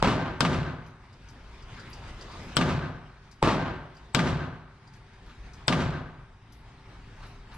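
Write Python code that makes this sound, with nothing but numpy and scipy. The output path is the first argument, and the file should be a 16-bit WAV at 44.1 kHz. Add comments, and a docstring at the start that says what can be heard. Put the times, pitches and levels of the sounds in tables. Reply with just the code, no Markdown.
"""Two pistols fire in a long concrete shooting range: a bright one to the left, a duller one to the right.
Each shot is push-suction pulses over bouncing paths, a noise crackle, slaps and swells, and a banded tail.
Brass cases clink (ticks and wavering modes), a carrier rolls and knocks on its rail, soft taps thud.
Ventilation (drifting noise, wavering tones) hums over a deep rumble.
The recorder overloads on each blast; its gain control creeps back up between shots."""
import sys
import numpy as np
from scipy import signal
from scipy.fft import rfft, irfft
from scipy.io import wavfile
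from scipy.ndimage import uniform_filter1d

SR = 44100
rng = np.random.default_rng(int(sys.argv[2]) if len(sys.argv) > 2 else 0)


def put_to_file(sound):
    """Save the sound as 16-bit audio at rate SR, in the file named by the first command-line argument."""
    columns = np.atleast_2d(sound).T  # one column per channel
    safe = np.clip(columns, -1, 1)
    whole_steps = np.round(safe * 32767)
    wavfile.write(sys.argv[1], SR, whole_steps.astype(np.int16))


N = 333837

# Shots: t/s, level/dB, pistol (0 dull right, 1 bright left)
SHOTS = [(0.0261, -0.02, 0), (0.4064, -0.074, 1), (2.568, 0.34, 1), (3.4270, 0.44, 0), (4.1477, 0.54, 1),
         (5.681, -0.28, 1)]
# Per pistol: left lag/ms, upper edge f/Hz, low push level/dB, crack level/dB, crack decay/s,
# crack left-right/dB, tail rise/s
PISTOLS = [(0.1, 2000, -14, -21, 0.0061, 4.5, 0.016), (-.03, 6500, -5, -6.5, 0.011, 10, 0.011)]
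# Mix per pistol: blast level/dB, reverberation level/dB
PISTOL_LEVELS = [(8.5, -8.5), (1, -7)]
# Bounces off booth, floor and walls, per pistol: first gap/ms, gap growth exponent, fade/ms,
# direct push/ms, reflected push/ms, mean height, height scatter
BOUNCES = [(0.878, 1.6, 3.7, 0.19, 0.48, 1, 0.72), (.4, 1.3, 5.4, 0.1, 0.16, .05, 1.45)]
# Slaps and early swells after the blast, per pistol: delay t/s, level/dB, decay/s
SLAPS = [
    [(.006, -10.5, 0.013), (.018, -9, 0.014), (.031, -12, 0.008), (.046, -8.5, 0.033)],
    [(.0432, -7, 0.0062), (.052, -14, 0.013), (.121, -22.5, 0.034), (.222, -31, .006)],
]
# Spectrum of slaps and swells, per pistol: f/Hz, relative level/dB per Hz
SLAP_COLOURS = [
    [(35, -33), (60, 2.5), (293, -1), (777, -10), (1070, -4), (1760, -14.5), (3000, -17.5), (5090, -26),
     (8980, -37.5), (13500, -52)],
    [(120, -21), (200, 0.5), (537, -9.5), (1110, -3.5), (2800, -9), (6790, -24), (12600, -37.5),
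     (13500, -62)],
]
# Reverberation spectrum, per pistol: f/Hz, relative level/dB per Hz
TAIL_COLOURS = [
    [(18, -52), (30, -14), (60, -3.5), (86, -5.5), (143, 3), (189, 1), (377, -8.5), (487, -11.5),
     (582, -5.5), (1220, -16.5), (4170, -23.5), (8520, -37), (13500, -51)],
    [(18, -48), (30, -18.5), (146, 4), (323, -12.5), (367, -10.5), (407, -14.5), (678, -12.5), (811, -18.5),
     (1220, -20), (1890, -25), (4270, -28), (8310, -38.5), (13500, -55.5)],
]


def shots():
    """Shots: one fixed room tail per pistol; near bounces and strength vary from shot to shot."""
    mix = np.zeros((2, N))
    tails = [reverberation(colour, pistol[-1]) for colour, pistol in zip(TAIL_COLOURS, PISTOLS)]
    for s, db, k in SHOTS:
        blast_db, tail_db = PISTOL_LEVELS[k]
        blast = front(arrivals(*BOUNCES[k]), SLAPS[k], SLAP_COLOURS[k], *PISTOLS[k][:-1])
        add(mix, s, gain_of(db + blast_db) * blast)
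        add(mix, s, gain_of(db + tail_db) * tails[k])
    return mix


# Crackle spectrum: f/Hz, relative level/dB per Hz
CRACK_COLOUR = [(180, -20), (300, -5), (720, -16.5), (1130, -6.5), (1600, -2), (1790, -15.5), (3430, -6),
                (4430, -17.5), (5360, -21.5), (5800, -27), (8110, -19), (12500, -51.5), (13500, -49)]
# Cavity at the microphone ports: f/Hz, width/Hz, height (linear)
PORT_CAVITY = (5180, 580, 2.13)


def front(paths, slaps, slap_colour, lag_ms, edge_hz, push_db, crack_db, crack_s, pan_db):
    """Blast wave: push-suction pulse per path, near-reflection crackle, cavity ring, low push, slaps."""
    out = np.zeros((2, SR // 4))
    ms = np.arange(SR // 4) * 1000 / SR
    side_lag_ms = np.array([[max(lag_ms, 0)], [max(-lag_ms, 0)]])
    for delay_ms, left, right, push_ms in paths:
        u = np.maximum(ms - delay_ms - side_lag_ms, 0) / push_ms
        pulse = (u > 0) * (1 - u) * np.exp(-.2 * u ** 2)  # push, then suction
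        out += np.array([[left], [right]]) * pulse
    out = signal.lfilter(*signal.butter(2, edge_hz, fs=SR), out)
    add(out, 0, gain_of(crack_db) * sides_of(pan_db) * burst(CRACK_COLOUR, 0.00017, crack_s))
    hz, width_hz, height = PORT_CAVITY
    out = out + height * signal.lfilter(*signal.iirpeak(hz, hz / width_hz, fs=SR), out)
    # air of the booth heaves
    heave = np.sin(2 * np.pi * 135 * ms / 1000) * np.exp(-ms / 14.5) * np.minimum(ms / 3.3, 1)
    out -= gain_of(push_db) * heave
    for delay_s, db, decay_s in slaps:
        add(out, delay_s, gain_of(db) * burst(slap_colour, 0.0016, decay_s))
    return out


BOUNCE_COUNT = 10  # paths, direct one included
BOUNCE_LIKENESS = 0.82  # left-right


def arrivals(gap_ms, growth, fade_ms, direct_ms, reflected_ms, mean, scatter):
    """Blast paths, ever further apart and fading: rows of delay/ms, left height, right height, push/ms."""
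    k = np.arange(BOUNCE_COUNT)
    draw = rng.standard_normal((BOUNCE_COUNT, 3))
    delay_ms = gap_ms * k ** growth * (1 + 0.088 * draw[:, 0])
    fade = np.exp(-delay_ms / fade_ms)[:, None]
    same = BOUNCE_LIKENESS
    sides = np.c_[draw[:, 1], same * draw[:, 1] + np.sqrt(1 - same ** 2) * draw[:, 2]]
    heights = (mean + scatter * sides) * fade
    # set each side's overall strength before the direct path replaces row 0
    usual = np.hypot(mean, scatter)
    heights = heights * usual * np.linalg.norm(fade) / np.linalg.norm(heights, axis=0)
    heights[0] = 0.72  # direct path
    return np.c_[delay_ms, heights, np.where(k > 0, reflected_ms, direct_ms)]


# Band decay ahead of the knee: f/Hz, t60/s
BAND_T60 = [(40, 0.95), (80, 0.99), (160, 0.59), (320, 0.73), (640, 0.77), (1250, 1), (2500, 0.76),
            (5000, 0.56), (10000, 0.42)]
# Room resonances: f/Hz, width/Hz, lift/dB
ROOM_MODES = [(115, 43, -4), (151, 43, 1.5), (261.7, 20, 4), (311, 65, 2), (369.4, 24, 5), (600, 13, -2),
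              (919, 12, -1), (1070, 19, 5), (1150, 11, 4), (1554, 140, 5.5), (1557, 18, 4)]
# Faster decay once the far end of the hall has answered
KNEE_S, KNEE_DB_PER_S = 0.19, -11.5


def reverberation(colour, rise_s):
    """Octave bands of diffuse sound, each with its own decay; bass builds more slowly."""
    n = 2 * SR
    t, hz = np.arange(n) / SR, np.fft.rfftfreq(n, 1 / SR)
    spectrum = diffuse(n, lambda f: read(colour, f) + bumps(ROOM_MODES, f))
    out = np.zeros((2, n))
    for k, (f, t60) in enumerate(BAND_T60):
        share = read([(g, j == k) for j, (g, _) in enumerate(BAND_T60)], hz)
        build = 1 - np.exp(-t / (rise_s + 0.24 / f))
        out += irfft(spectrum * share, n) * gain_of(-60 * t / t60) * build
    out += standing_waves(n)
    knee_db = KNEE_DB_PER_S * np.maximum(t - KNEE_S, 0)
    clumps_db = 0.92 * wander(n, 0.0026)  # reflections arrive in clumps
    return out * gain_of(knee_db + clumps_db)


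# Standing waves ahead of the knee: f/Hz, level/dB, t60/s
STANDING = [(104.9, -24.5, 0.93), (142.3, -18, 0.99), (157.2, -9, 0.92), (190, -29, 1), (256, -10.5, 0.7),
            (371, -24.5, 0.98), (1191, -7, 0.4), (1214, -7.5, 0.32)]


def standing_waves(n):
    """Single room modes that build up after a blast and ring on as decaying sines."""
    t = np.arange(n) / SR
    build = 1 - np.exp(-t / 0.017)
    out = np.zeros(n)
    for hz, db, t60 in STANDING:
        out += gain_of(db - 60 * t / t60) * np.sin(2 * np.pi * (hz * t + rng.random())) * build
    return out


# Cases hitting the floor: t/s, tick level/dB, ring level/dB, left-right/dB
CLINKS = [(0.861, -61, -77, 4), (1.286, -54.5, -77, 4.0), (1.9, -75, -71, 10), (2.4294, -67, -74, -1),
          (3.3119, -54, -78, 3.0), (3.9467, -63, -84, 6), (4.935, -59.5, -78, 5), (5.2594, -71, -81, 4),
          (5.5326, -55.5, -82, 1.5), (6.522, -58.5, -67.5, 6), (7.2644, -70, -76, 12), (7.54, -70, -73, 12)]
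# High tube modes: f/Hz, level/dB re ring, t60/s
TUBE_MODES = [(11200, 0.5, 0.33), (12850, -5, 0.25)]
# Short mode after the tick: f/Hz, level/dB re tick, t60/s
BODY_MODE = (6000, -8, 0.088)
# Tick spectrum, also of the rail knocks: f/Hz, relative level/dB per Hz
TICK_COLOUR = [(880, -33), (1500, -23), (3340, -9), (4440, -1), (4870, 3), (11100, -15.5), (13500, -38)]


def brass():
    """Brass cases: a tick smeared by the room, then tube modes ringing unevenly as the case tumbles."""
    mix = np.zeros((2, N))
    for s, tick_db, ring_db, pan_db in CLINKS:
        sides = sides_of(pan_db)
        tick = burst(TICK_COLOUR, 0.0028, 0.02)
        tube = sum(ring(*mode) for mode in TUBE_MODES)
        add(mix, s, gain_of(tick_db) * sides * tick)
        add(mix, s, sides * (gain_of(tick_db) * ring(*BODY_MODE) + gain_of(ring_db) * tube))
    return mix


def ring(hz, db, t60):
    """Decaying mode that wavers in pitch and level."""
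    t = np.arange(SR // 4) / SR
    turns = np.cumsum(hz + 70 * wander(len(t), 0.0014)) / SR
    level_db = db - 60 * t / t60 + 4.6 * wander(len(t), 0.0044)
    return gain_of(level_db) * np.sin(2 * np.pi * turns) * np.minimum(t / 0.0012, 1)


# Carrier wheels over rail joints: t/s, level/dB
KNOCKS = [(1.1265, -60), (1.6217, -60), (1.7953, -56), (1.93, -52.5), (2.0971, -69), (2.2108, -52.5),
          (2.312, -58), (3.9675, -59), (4.8723, -61), (5.1327, -67)]
# Rail mode: f/Hz, level/dB re knock, t60/s
RAIL_MODE = (4860, -1.5, 0.13)


def rail_knocks():
    """Rail joints: each knock is a soft tick that rings the rail."""
    mix = np.zeros((2, N))
    for s, db in KNOCKS:
        add(mix, s, gain_of(db) * burst(TICK_COLOUR, 0.003, 0.021))
        add(mix, s, gain_of(db) * ring(*RAIL_MODE) * np.ones((2, 1)))
    return mix


# Dull taps down the range: t/s, level/dB
THUDS = [(5.255, -57), (5.291, -53.5), (7.225, -54), (7.51, -57)]
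# Tap spectrum: f/Hz, relative level/dB per Hz
THUD_COLOUR = [(400, -25), (900, -11), (1400, 6), (2000, -8), (4000, -5), (8000, -29)]


def thuds():
    """Soft taps blurred by the room: slow-rising noise bursts."""
    mix = np.zeros((2, N))
    for s, db in THUDS:
        add(mix, s, gain_of(db) * burst(THUD_COLOUR, 0.0077, 0.039))
    return mix


# Rolling noise level: t/s, level/dB
CARRIER_LEVEL = [(0, -51.5), (1.1, -56), (2.501, -46.5), (3.202, -57), (4.002, -55.5), (4.798, -59),
                 (5.3, -55), (6.4, -60), (7.25, -55.5), (7.57, -62)]
# Rolling noise spectrum: f/Hz, relative level/dB per Hz
RAIL_COLOUR = [(47, -43), (80, 1.5), (375, -12), (506, -13.5), (885, -14.5), (1010, -11.5), (4820, -23.5),
               (11400, -43.5), (13500, -53)]


def carrier():
    """Target carrier rolling along its rail, with other bustle down the range: drifting noise."""
    level_db = np.interp(np.arange(N) / SR, *np.transpose(CARRIER_LEVEL))
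    return gain_of(level_db) * drifting(lambda hz: read(RAIL_COLOUR, hz), patchy_db=2.44, flicker_db=1.47)


# Air noise spectrum: f/Hz, relative level/dB per Hz
VENT_COLOUR = [(41, -56), (70, -8.5), (106, 3.5), (193, -9.5), (399, -19), (592, -28.5), (722, -17),
               (2220, -21.5), (3680, -33), (8890, -54.5), (13500, -76)]
VENT_DB = -55.5
# Narrow fan bands: f/Hz, width/Hz, lift/dB
FAN_BANDS = [(882, 5.6, 11), (723, 9.1, 7), (3860, 90, 5.5), (4880, 120, 16), (5980, 120, 15.5),
             (8800, 750, 20.5), (11400, 150, 4)]
# Fan motor tones: f/Hz, level/dB, waver/Hz
MOTOR_TONES = [(392, -67.5, 2.25), (3750, -79.5, 25)]


def ventilation():
    """Air handling: rumble and hiss with fan bands, plus motor tones wavering in pitch and level."""
    noise = drifting(lambda hz: read(VENT_COLOUR, hz) + bumps(FAN_BANDS, hz), patchy_db=0.5, flicker_db=1.5)
    air = gain_of(VENT_DB) * noise
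    for hz, db, waver_hz in MOTOR_TONES:
        turns = np.cumsum(hz + waver_hz * wander(N, 0.08)) / SR
        air = air + gain_of(db + 1.5 * wander(N, .3)) * np.sin(2 * np.pi * turns)
    return air


# Deep rumble level, uneven over time: t/s, level/dB
RUMBLE_LEVEL = [(0, -48), (1.15, -56), (1.5, -48), (2.5, -51), (4.0, -54), (4.9, -57), (5.5, -49.5),
                (6.4, -53), (7.57, -51.5)]


def rumble():
    """Building air plant: deep lumpy noise."""
    level_db = np.interp(np.arange(N) / SR, *np.transpose(RUMBLE_LEVEL))
    colour = [(15, -13), (30, 0.5), (60, 2.0), (90, -26.5), (200, -66.0)]  # f/Hz, relative level/dB per Hz
    return gain_of(level_db) * drifting(lambda hz: read(colour, hz), patchy_db=.6, flicker_db=.8)


# Steady noise: f/Hz, left-right likeness
STEADY_LIKENESS = [(60, 1), (150, 1), (360, 0.95), (890, 0.77), (2200, 0.66), (5400, 0.22), (13300, 0.25)]


def drifting(colour_db, patchy_db, flicker_db):
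    """Steady noise, rms 1, whose level drifts in patches of time and frequency."""
    noise = irfft(diffuse(N + 1, colour_db, STEADY_LIKENESS), N + 1)
    hz, t, z = signal.stft(noise, SR, nperseg=1024, noverlap=768)
    patches = rng.standard_normal((len(t), len(hz))).T
    patches = uniform_filter1d(patches, 10, 0)  # over bins
    patches = evened(uniform_filter1d(patches, 14, 1))  # over frames
    flicker = evened(uniform_filter1d(rng.standard_normal(len(t)), 12))
    z = z * gain_of(patchy_db * patches + flicker_db * flicker)
    x = signal.istft(z, SR, nperseg=1024, noverlap=768)[1]
    return evened(x[:, :N])


# Sound from one direction: f/Hz, left-right likeness
FRONT_LIKENESS = [(300, .97), (2000, .88), (6000, .75), (13000, .75)]


def burst(colour, rise_s, decay_s):
    """Short noisy volley of reflections: linear rise, exponential decay."""
    t = np.arange(SR // 10) / SR
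    noise = irfft(diffuse(len(t), lambda hz: read(colour, hz), FRONT_LIKENESS), len(t))
    return noise * np.exp(-t / decay_s) * np.minimum(t / rise_s, 1)


# Reverberation: f/Hz, left-right likeness
SHOT_LIKENESS = [(40, .88), (100, .94), (300, .95), (700, .82), (1500, .76), (3000, .6), (6000, .35),
                 (13000, .2)]
# Stereo balance: f/Hz, left-right/dB
BALANCE = [(60, .8), (250, .7), (600, .1), (1300, 1.5), (4000, 1.5), (8000, .2), (13000, -.8)]
LEFT_LAG_S = 4e-5


def diffuse(n, colour_db, likeness=SHOT_LIKENESS):
    """Spectrum of stereo noise, rms 1, as two close microphone ports hear a diffuse field."""
    hz = np.fft.rfftfreq(n, 1 / SR)
    left, other = rfft(rng.standard_normal((2, n)))
    same = np.clip(read(likeness, hz), 0, 1)
    right = same * left + np.sqrt(1 - same ** 2) * other
    z = np.array([left * np.exp(-2j * np.pi * hz * LEFT_LAG_S), right])
    z = z * gain_of(colour_db(hz) + np.outer([.5, -.5], read(BALANCE, hz)))
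    return z / np.sqrt(np.mean(irfft(z, n) ** 2))


def wander(n, span_s):
    """Random drift, rms 1, smoothed twice over span_s."""
    width = max(round(span_s * SR), 1)
    return evened(uniform_filter1d(uniform_filter1d(rng.standard_normal(n), width), width))


def gain_of(db):
    """Decibels to gain."""
    return 10 ** (np.asarray(db) / 20)


def sides_of(pan_db):
    """Left and right gains for a left-right difference."""
    return gain_of(pan_db * np.array([[.5], [-.5]]))


def evened(x):
    """Scales to rms 1."""
    return x / np.sqrt(np.mean(x ** 2) + 1e-20)


def read(points, hz):
    """Reads a table on a log-frequency axis."""
    f, value = np.transpose(points)
    return np.interp(np.log(hz + 1), np.log(f + 1), value)


def bumps(peaks, hz):
    """Resonant lifts in dB."""
    return sum(db / (1 + (2 * (hz - f) / width) ** 2) for f, width, db in peaks)


def add(mix, s, sound):
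    """Mixes a stereo sound in at time s."""
    part = mix[:, round(s * SR):][:, :sound.shape[1]]
    part += sound[:, :part.shape[1]]


def scene():
    """Shots over the sounds of the range."""
    return shots() + brass() + rail_knocks() + thuds() + carrier() + ventilation() + rumble()


def held(power_db, db_per_s):
    """Follows rises at once and falls at a set rate."""
    fall = np.arange(N) * db_per_s / SR
    return np.maximum.accumulate(power_db + fall) - fall


# Narrow lifts that ring both ways in time: f/Hz, width/Hz, level/dB of the added band
EQUALISER = [(900, 60, -10), (8000, 40, -3)]
EDGE_HZ = 13150


def record(dry):
    """Zero-phase equaliser, slow gain control, quick limiter, overload and band limit."""
    hz = np.fft.rfftfreq(N + SR, 1 / SR)
    lift = 1 + sum(gain_of(db) * np.exp(-((hz - f) / width) ** 2) for f, width, db in EQUALISER)
    x = irfft(rfft(dry, N + SR) * lift, N + SR)[:, :N]
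    power = signal.lfilter([.004], [1, -.996], (x ** 2).mean(0))
    power_db = 10 * np.log10(abs(power) + 1e-12)
    # loud sound pins the slow gain down; once it dies away the gain climbs back
    slow_db = np.maximum(held(np.minimum(power_db, -36), db_per_s=5.0), -50) + 39
    quick_db = 0.57 * np.maximum(held(power_db, db_per_s=265.0) + 28.5, 0)
    # gain reacts late, so the first of each blast overloads
    react = 1 / (.0008 * SR)
    cut_db = signal.lfilter([react], [1, react - 1], slow_db + quick_db) - 3.5
    x = x / gain_of(cut_db)
    x = 0.34 * np.tanh(x / 0.46)
    x = signal.lfilter(*signal.butter(1, 11000, fs=SR), x)  # converter dulls the top
    band_limit = signal.firwin(511, EDGE_HZ, window=("kaiser", 9), fs=SR)
    return signal.oaconvolve(x, band_limit[None], "same")


dry = scene()
out = record(dry)
put_to_file(out)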